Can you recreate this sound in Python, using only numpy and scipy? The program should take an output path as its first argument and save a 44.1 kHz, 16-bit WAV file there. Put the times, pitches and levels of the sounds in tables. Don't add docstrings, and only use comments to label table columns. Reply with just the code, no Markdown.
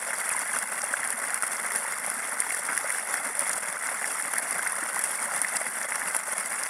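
import sys
import numpy as np
from scipy import signal
from scipy.fft import rfft, irfft
from scipy.io import wavfile

SR = 44100
rng = np.random.default_rng(int(sys.argv[2]) if len(sys.argv) > 2 else 0)


def waveform_to_disk(signal):
    frames = np.transpose(np.atleast_2d(signal))
    scaled = np.clip(frames, -1, 1) * 32767
    samples = np.round(scaled).astype(np.int16)
    wavfile.write(sys.argv[1], SR, samples)


N = 295029

# (frequency [Hz], gain [dB])
SPRAY_SPECTRUM = [(30, -40.5), (400, -8), (1800, -6), (2800, -13.5), (4200, -16.5), (5600, -11),
                  (6300, -11.5), (7900, -6.5), (8800, -2), (10300, 2), (11500, -9), (12700, -17.5),
                  (14300, -20), (16000, -32)]
# (frequency [Hz], gain [dB])
SNAP_SPECTRUM = [(30, -12), (150, -10), (1500, -25), (3800, -2), (5300, 7.5), (7200, 10), (11000, 2.5),
                 (16000, -25)]


def gain_of(db):
    return 10 ** (np.asarray(db) / 20)


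def unit_rms(x):
    return x / np.sqrt(np.mean(x ** 2) + 1e-20)


def curve(points):
    knots_hz, db = np.transpose(points)
    return lambda hz: np.interp(np.log(hz + 1), np.log(knots_hz + 1), db)


def add(mix, start_s, sound):
    part = mix[max(round(start_s * SR), 0):][:len(sound)]
    part += sound[:len(part)]


def coloured(x, db_at, size=4096):
    log_gain = np.log(gain_of(db_at(abs(np.fft.fftfreq(size, 1 / SR)))))
    taps = np.fft.ifft(np.exp(signal.hilbert(log_gain).conj())).real
    return signal.oaconvolve(x, taps[:size // 2])[:N]


def wander(slow_hz, fast_hz):
    hz = np.fft.rfftfreq(N, 1 / SR) + 1e-6
    shape = 1 / np.sqrt(hz * (1 + (slow_hz / hz) ** 4) * (1 + (hz / fast_hz) ** 4))
    return unit_rms(irfft(rfft(rng.standard_normal(N)) * shape, N))


def impacts(per_s, spread_db, cap):
    size = gain_of(spread_db * np.minimum(rng.exponential(1, N), cap))
    return size * rng.choice([-1, 1], N) * (rng.random(N) < per_s / SR)


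def arch(start_s, length_s, rise_share=0.4):
    knots_s = [start_s, start_s + rise_share * length_s, start_s + length_s]
    return np.sin(np.pi * np.interp(np.arange(N) / SR, knots_s, [0, 0.5, 1]))


def jet_surges(lull_db=-3.5):
    # (start [s], length [s], pool lift [dB], spray lift [dB])
    slugs = [(0.11, 0.23, 0.5, 1.5), (0.248, 0.29, 2, 1), (0.523, 0.089, 1, 5), (.92, 0.037, 0, 2.5),
             (0.99, 0.1, 3, 0.5), (1.202, 0.19, 2.5, 0), (1.513, 0.038, 2, 5.5), (1.696, 0.14, 0, 3.5),
             (2.032, 0.085, 0, 1), (2.482, 0.15, -2.5, 3.5), (2.643, 0.1, 5, 1.5), (2.896, 0.16, -0.5, 3.5),
             (3.104, 0.058, 3.5, 5.5), (3.244, 0.04, 4, 2.5), (3.363, 0.31, 1.5, 2.5),
             (3.648, 0.039, 4.5, 2), (3.795, 0.17, 3, 0.5), (4.02, 0.18, 0, 3), (4.343, .06, 2, 2.5),
             (4.44, 0.28, 2, 1.5), (4.75, 0.11, 2.5, 1), (4.917, 0.36, 0, 2.5), (5.277, 0.18, 2.5, 2.5),
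             (5.541, 0.036, 3, 5), (5.937, 0.036, 4, 1), (6.064, 0.047, 3.5, 3.5), (6.142, 0.034, 3.5, 4),
             (6.298, 0.06, 3.5, 2.5), (6.507, 0.07, 4, 1)]
    # (start [s], length [s])
    lulls = [(0.635, 0.045), (1.14, 0.054), (1.384, 0.044), (1.975, 0.054), (2.6, 0.049), (3.013, 0.065),
             (3.309, 0.058), (3.573, 0.099), (3.72, 0.13), (5.69, 0.051), (5.852, 0.035), (6.196, 0.093)]
    thick_db = sum(np.outer(lifts_db, arch(start_s, length_s)) for start_s, length_s, *lifts_db in slugs)
    thin = sum(arch(start_s, length_s) for start_s, length_s in lulls)
    return thick_db + lull_db * thin


def churn(lumps, lump_db=1.38, flicker_db=1.75, wash_db=-5, level_db=-1.5):
    # (frequency [Hz], gain [dB])
    pool_spectrum = [(20, -34), (80, -38), (130, -21.5), (220, -11), (400, -17.5), (600, -6.5), (1000, -2),
                     (1250, -2), (1450, 2.5), (1780, -1.5), (2080, 2.5), (2500, -13), (3200, -19.5),
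                     (6000, -49)]
    slaps = unit_rms(impacts(per_s=1500, spread_db=3.5, cap=4.9))
    wash = gain_of(wash_db) * rng.standard_normal(N)
    envelope = gain_of(lump_db * lumps + flicker_db * wander(8.2, 105))
    return gain_of(level_db) * unit_rms(coloured((slaps + wash) * envelope, curve(pool_spectrum)))


def bubble_ring(hz, swell_cycles, glide, samples=3000):
    cycles = hz * np.arange(samples) / SR
    age = cycles / swell_cycles
    pitch_hz = hz * (1 + glide * np.tanh(age / 4))
    return age * np.exp(1 - age) * np.sin(2 * np.pi * np.cumsum(pitch_hz) / SR)


def bubbles(band_hz, per_s, swell_cycles, glide, spread_db, tilt_db, level_db, sizes=40):
    low_hz, high_hz = band_hz
    births = impacts(per_s, spread_db, cap=3)
    size_index = rng.integers(0, sizes, N)
    out = np.zeros(N)
    for k, (offset, sustain) in enumerate(rng.random((sizes, 2))):
        smallness = (k + offset) / sizes
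        hz = low_hz + (high_hz - low_hz) * smallness
        ring = gain_of(tilt_db * smallness) * bubble_ring(hz, swell_cycles * (0.5 + sustain), glide)
        out += signal.oaconvolve(births * (size_index == k), ring)[:N]
    return gain_of(level_db) * unit_rms(out)


def spray(lumps, lump_db=1.63, flicker_db=2.15, mist_db=-7, level_db=-2):
    drops = unit_rms(impacts(per_s=4000, spread_db=3.5, cap=3.9))
    mist = gain_of(mist_db) * rng.standard_normal(N)
    envelope = gain_of(lump_db * lumps + flicker_db * wander(36, 170))
    return gain_of(level_db) * unit_rms(coloured((drops + mist) * envelope, curve(SPRAY_SPECTRUM)))


def plops(swell_cycles=1.35, glide=0.073, trim_db=-0.4):
    # (time [s], level [dB], starting pitch [Hz])
    pockets = [(0.1317, -18.5, 1710), (0.303, -21.5, 2400), (0.3478, -22, 950), (0.5374, -18.5, 1520),
               (0.562, -43, 252), (0.566, -17.5, 1430), (0.939, -11, 1520), (1.0321, -17, 1760),
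               (1.138, -43, 220), (1.3034, -22, 1730), (1.3354, -21, 1450), (1.4234, -21.5, 1510),
               (1.7086, -19.5, 1880), (1.8494, -25, 890), (2.167, -43, 242), (2.4209, -18.5, 1920),
               (2.4653, -25.5, 850), (2.506, -16.5, 2030), (2.5437, -19.5, 1800), (2.6882, -18, 1500),
               (2.7761, -14, 1790), (2.843, -26, 570), (2.853, -29, 1480), (2.904, -16, 1940),
               (2.947, -19, 1610), (3.1415, -18, 1690), (3.26, -39, 253), (3.298, -35, 425),
               (3.769, -21, 1430), (4.0431, -14.5, 1890), (4.3657, -19, 1760), (4.379, -20, 1970),
               (4.5927, -17.5, 1540), (4.6636, -17.5, 1480), (4.67, -15.5, 1920), (4.73, -25.5, 1020),
               (4.824, -33.5, 310), (4.9657, -24, 990), (5.2844, -29, 980), (5.3124, -20, 1340),
               (5.447, -13, 1890), (5.5415, -27, 790), (5.5508, -22, 1850), (5.612, -24, 630),
               (5.9212, -17, 2010), (6.0174, -17, 1700), (6.147, -17.5, 1900)]
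    out = np.zeros(N)
    for start_s, db, hz in pockets:
        add(out, start_s, gain_of(db + trim_db) * bubble_ring(hz, swell_cycles, glide))
    return out


def ticks(ping_hz=9700, ping_db=-0.5, crack_db=-4, scatter_db=-11, scatter_rise_s=0.0018, samples=900):
    # (time [s], level [dB])
    near_drops = [(0.292, -10.5), (0.392, -13.5), (0.5878, -12), (1.075, -16), (1.1042, -10.5),
                  (1.3039, -18), (1.3438, -10), (1.424, -11), (1.468, -17), (1.7598, -11.5),
                  (2.0638, -13.5), (2.1006, -12), (2.403, -8.5), (2.547, -13.5), (2.7769, -12),
                  (2.9036, -13), (3.1408, -10.5), (3.3934, -7), (3.4077, -14), (3.4949, -13),
                  (4.224, -15.5), (4.383, -8.5), (4.5094, -13), (4.6743, -13), (4.992, -11), (5.0395, -11),
                  (5.0447, -15.5), (5.363, -14), (5.417, -8), (5.5682, -15), (5.9577, -15), (6.1655, -8.5),
                  (6.381, -13), (6.6347, -16)]
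    cracks, pings, scatter = np.zeros((3, N))
    age = np.arange(samples) / SR / scatter_rise_s
    for start_s, db in near_drops:
        hz = ping_hz * (1 + 0.032 * rng.standard_normal())
        droplets = age * np.exp(1 - age) * rng.standard_normal(samples)
        add(cracks, start_s, gain_of([db + crack_db]))
        add(pings, start_s, gain_of(db + ping_db) * bubble_ring(hz, swell_cycles=2.93, glide=0.03))
        add(scatter, start_s, gain_of(db + scatter_db) * droplets)
    return pings + coloured(cracks, curve(SNAP_SPECTRUM)) + coloured(scatter, curve(SPRAY_SPECTRUM))


def smacks(rise_s=0.0011, trim_db=-1, samples=1000):
    # (time [s], level [dB])
    blobs = [(0.336, -29), (0.587, -32), (0.817, -25), (1.423, -44), (1.567, -30), (2.401, -37),
             (2.776, -27.5), (3.493, -29), (3.532, -27), (3.87, -29), (4.381, -41), (5.483, -30),
             (5.567, -20), (5.829, -29), (5.955, -27), (6.634, -25.5)]
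    age = np.arange(samples) / SR / rise_s
    out = np.zeros(N)
    for start_s, db in blobs:
        snap = unit_rms(coloured(rng.standard_normal(samples), curve(SNAP_SPECTRUM))[:samples])
        add(out, start_s, gain_of(db + trim_db) * age * np.exp(1 - age) * snap)
    return out


def scene(pool_db=-35.5, splash_db=-34):
    pool_lift_db, spray_lift_db = jet_surges()
    lumps = wander(slow_hz=11, fast_hz=57)
    gulps = bubbles(band_hz=(164.5, 305), per_s=55, swell_cycles=1, glide=0.12,
                    spread_db=4, tilt_db=4, level_db=-24)
    blips = bubbles(band_hz=(1293, 2080), per_s=22, swell_cycles=4.3, glide=0.064,
                    spread_db=-3.2, tilt_db=1.5, level_db=-11)
    gurgle = bubbles(band_hz=(526.4, 2212), per_s=380, swell_cycles=1.9, glide=0.043,
                     spread_db=2, tilt_db=9, level_db=-5)
    drips = bubbles(band_hz=(2570, 3770), per_s=96, swell_cycles=4.6, glide=0.032,
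                    spread_db=1.5, tilt_db=-4.5, level_db=-20.5)
    tinkle = bubbles(band_hz=(4520, 8330), per_s=300, swell_cycles=6.2, glide=0.021,
                     spread_db=4, tilt_db=13, level_db=-14)
    fizz = bubbles(band_hz=(8700, 11000), per_s=510, swell_cycles=5.3, glide=0.014,
                   spread_db=17.5, tilt_db=2.5, level_db=-8.5)
    pool = churn(lumps) + gurgle * gain_of(1.63 * lumps) + blips + gulps
    splash = spray(lumps) + (drips + tinkle + fizz) * gain_of(1.95 * lumps)
    jet = gain_of(pool_db + pool_lift_db) * pool + gain_of(splash_db + spray_lift_db) * splash
    return np.tile(jet + plops() + ticks() + smacks(), (2, 1))


def record(dry, cutoff_hz=15850):
    # (centre [Hz], width [Hz], gain [dB])
    housing_bells = [(335, 66, -6.5), (2376, 150, -5), (3010, 344, -6.5), (3630, 180, -1),
                     (3855, 276, -11.5), (4300, 82, -23), (5220, 140, -14), (5400, 270, 3),
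                     (6505, 320, -13), (8400, 150, -6), (8660, 720, 5.5), (9640, 300, 1), (12800, 350, -4),
                     (13700, 250, -7), (14700, 300, -2)]

    def housing_db(hz):
        return sum(db * np.exp(-(2 * (hz - centre_hz) / width_hz) ** 2)
                   for centre_hz, width_hz, db in housing_bells)

    heard = np.array([coloured(channel, housing_db) for channel in dry])
    low_pass = signal.firwin(511, cutoff_hz, window=("kaiser", 9), fs=SR)
    return signal.oaconvolve(heard, low_pass[None], "same", axes=1)


dry = scene()
out = record(dry)
waveform_to_disk(out)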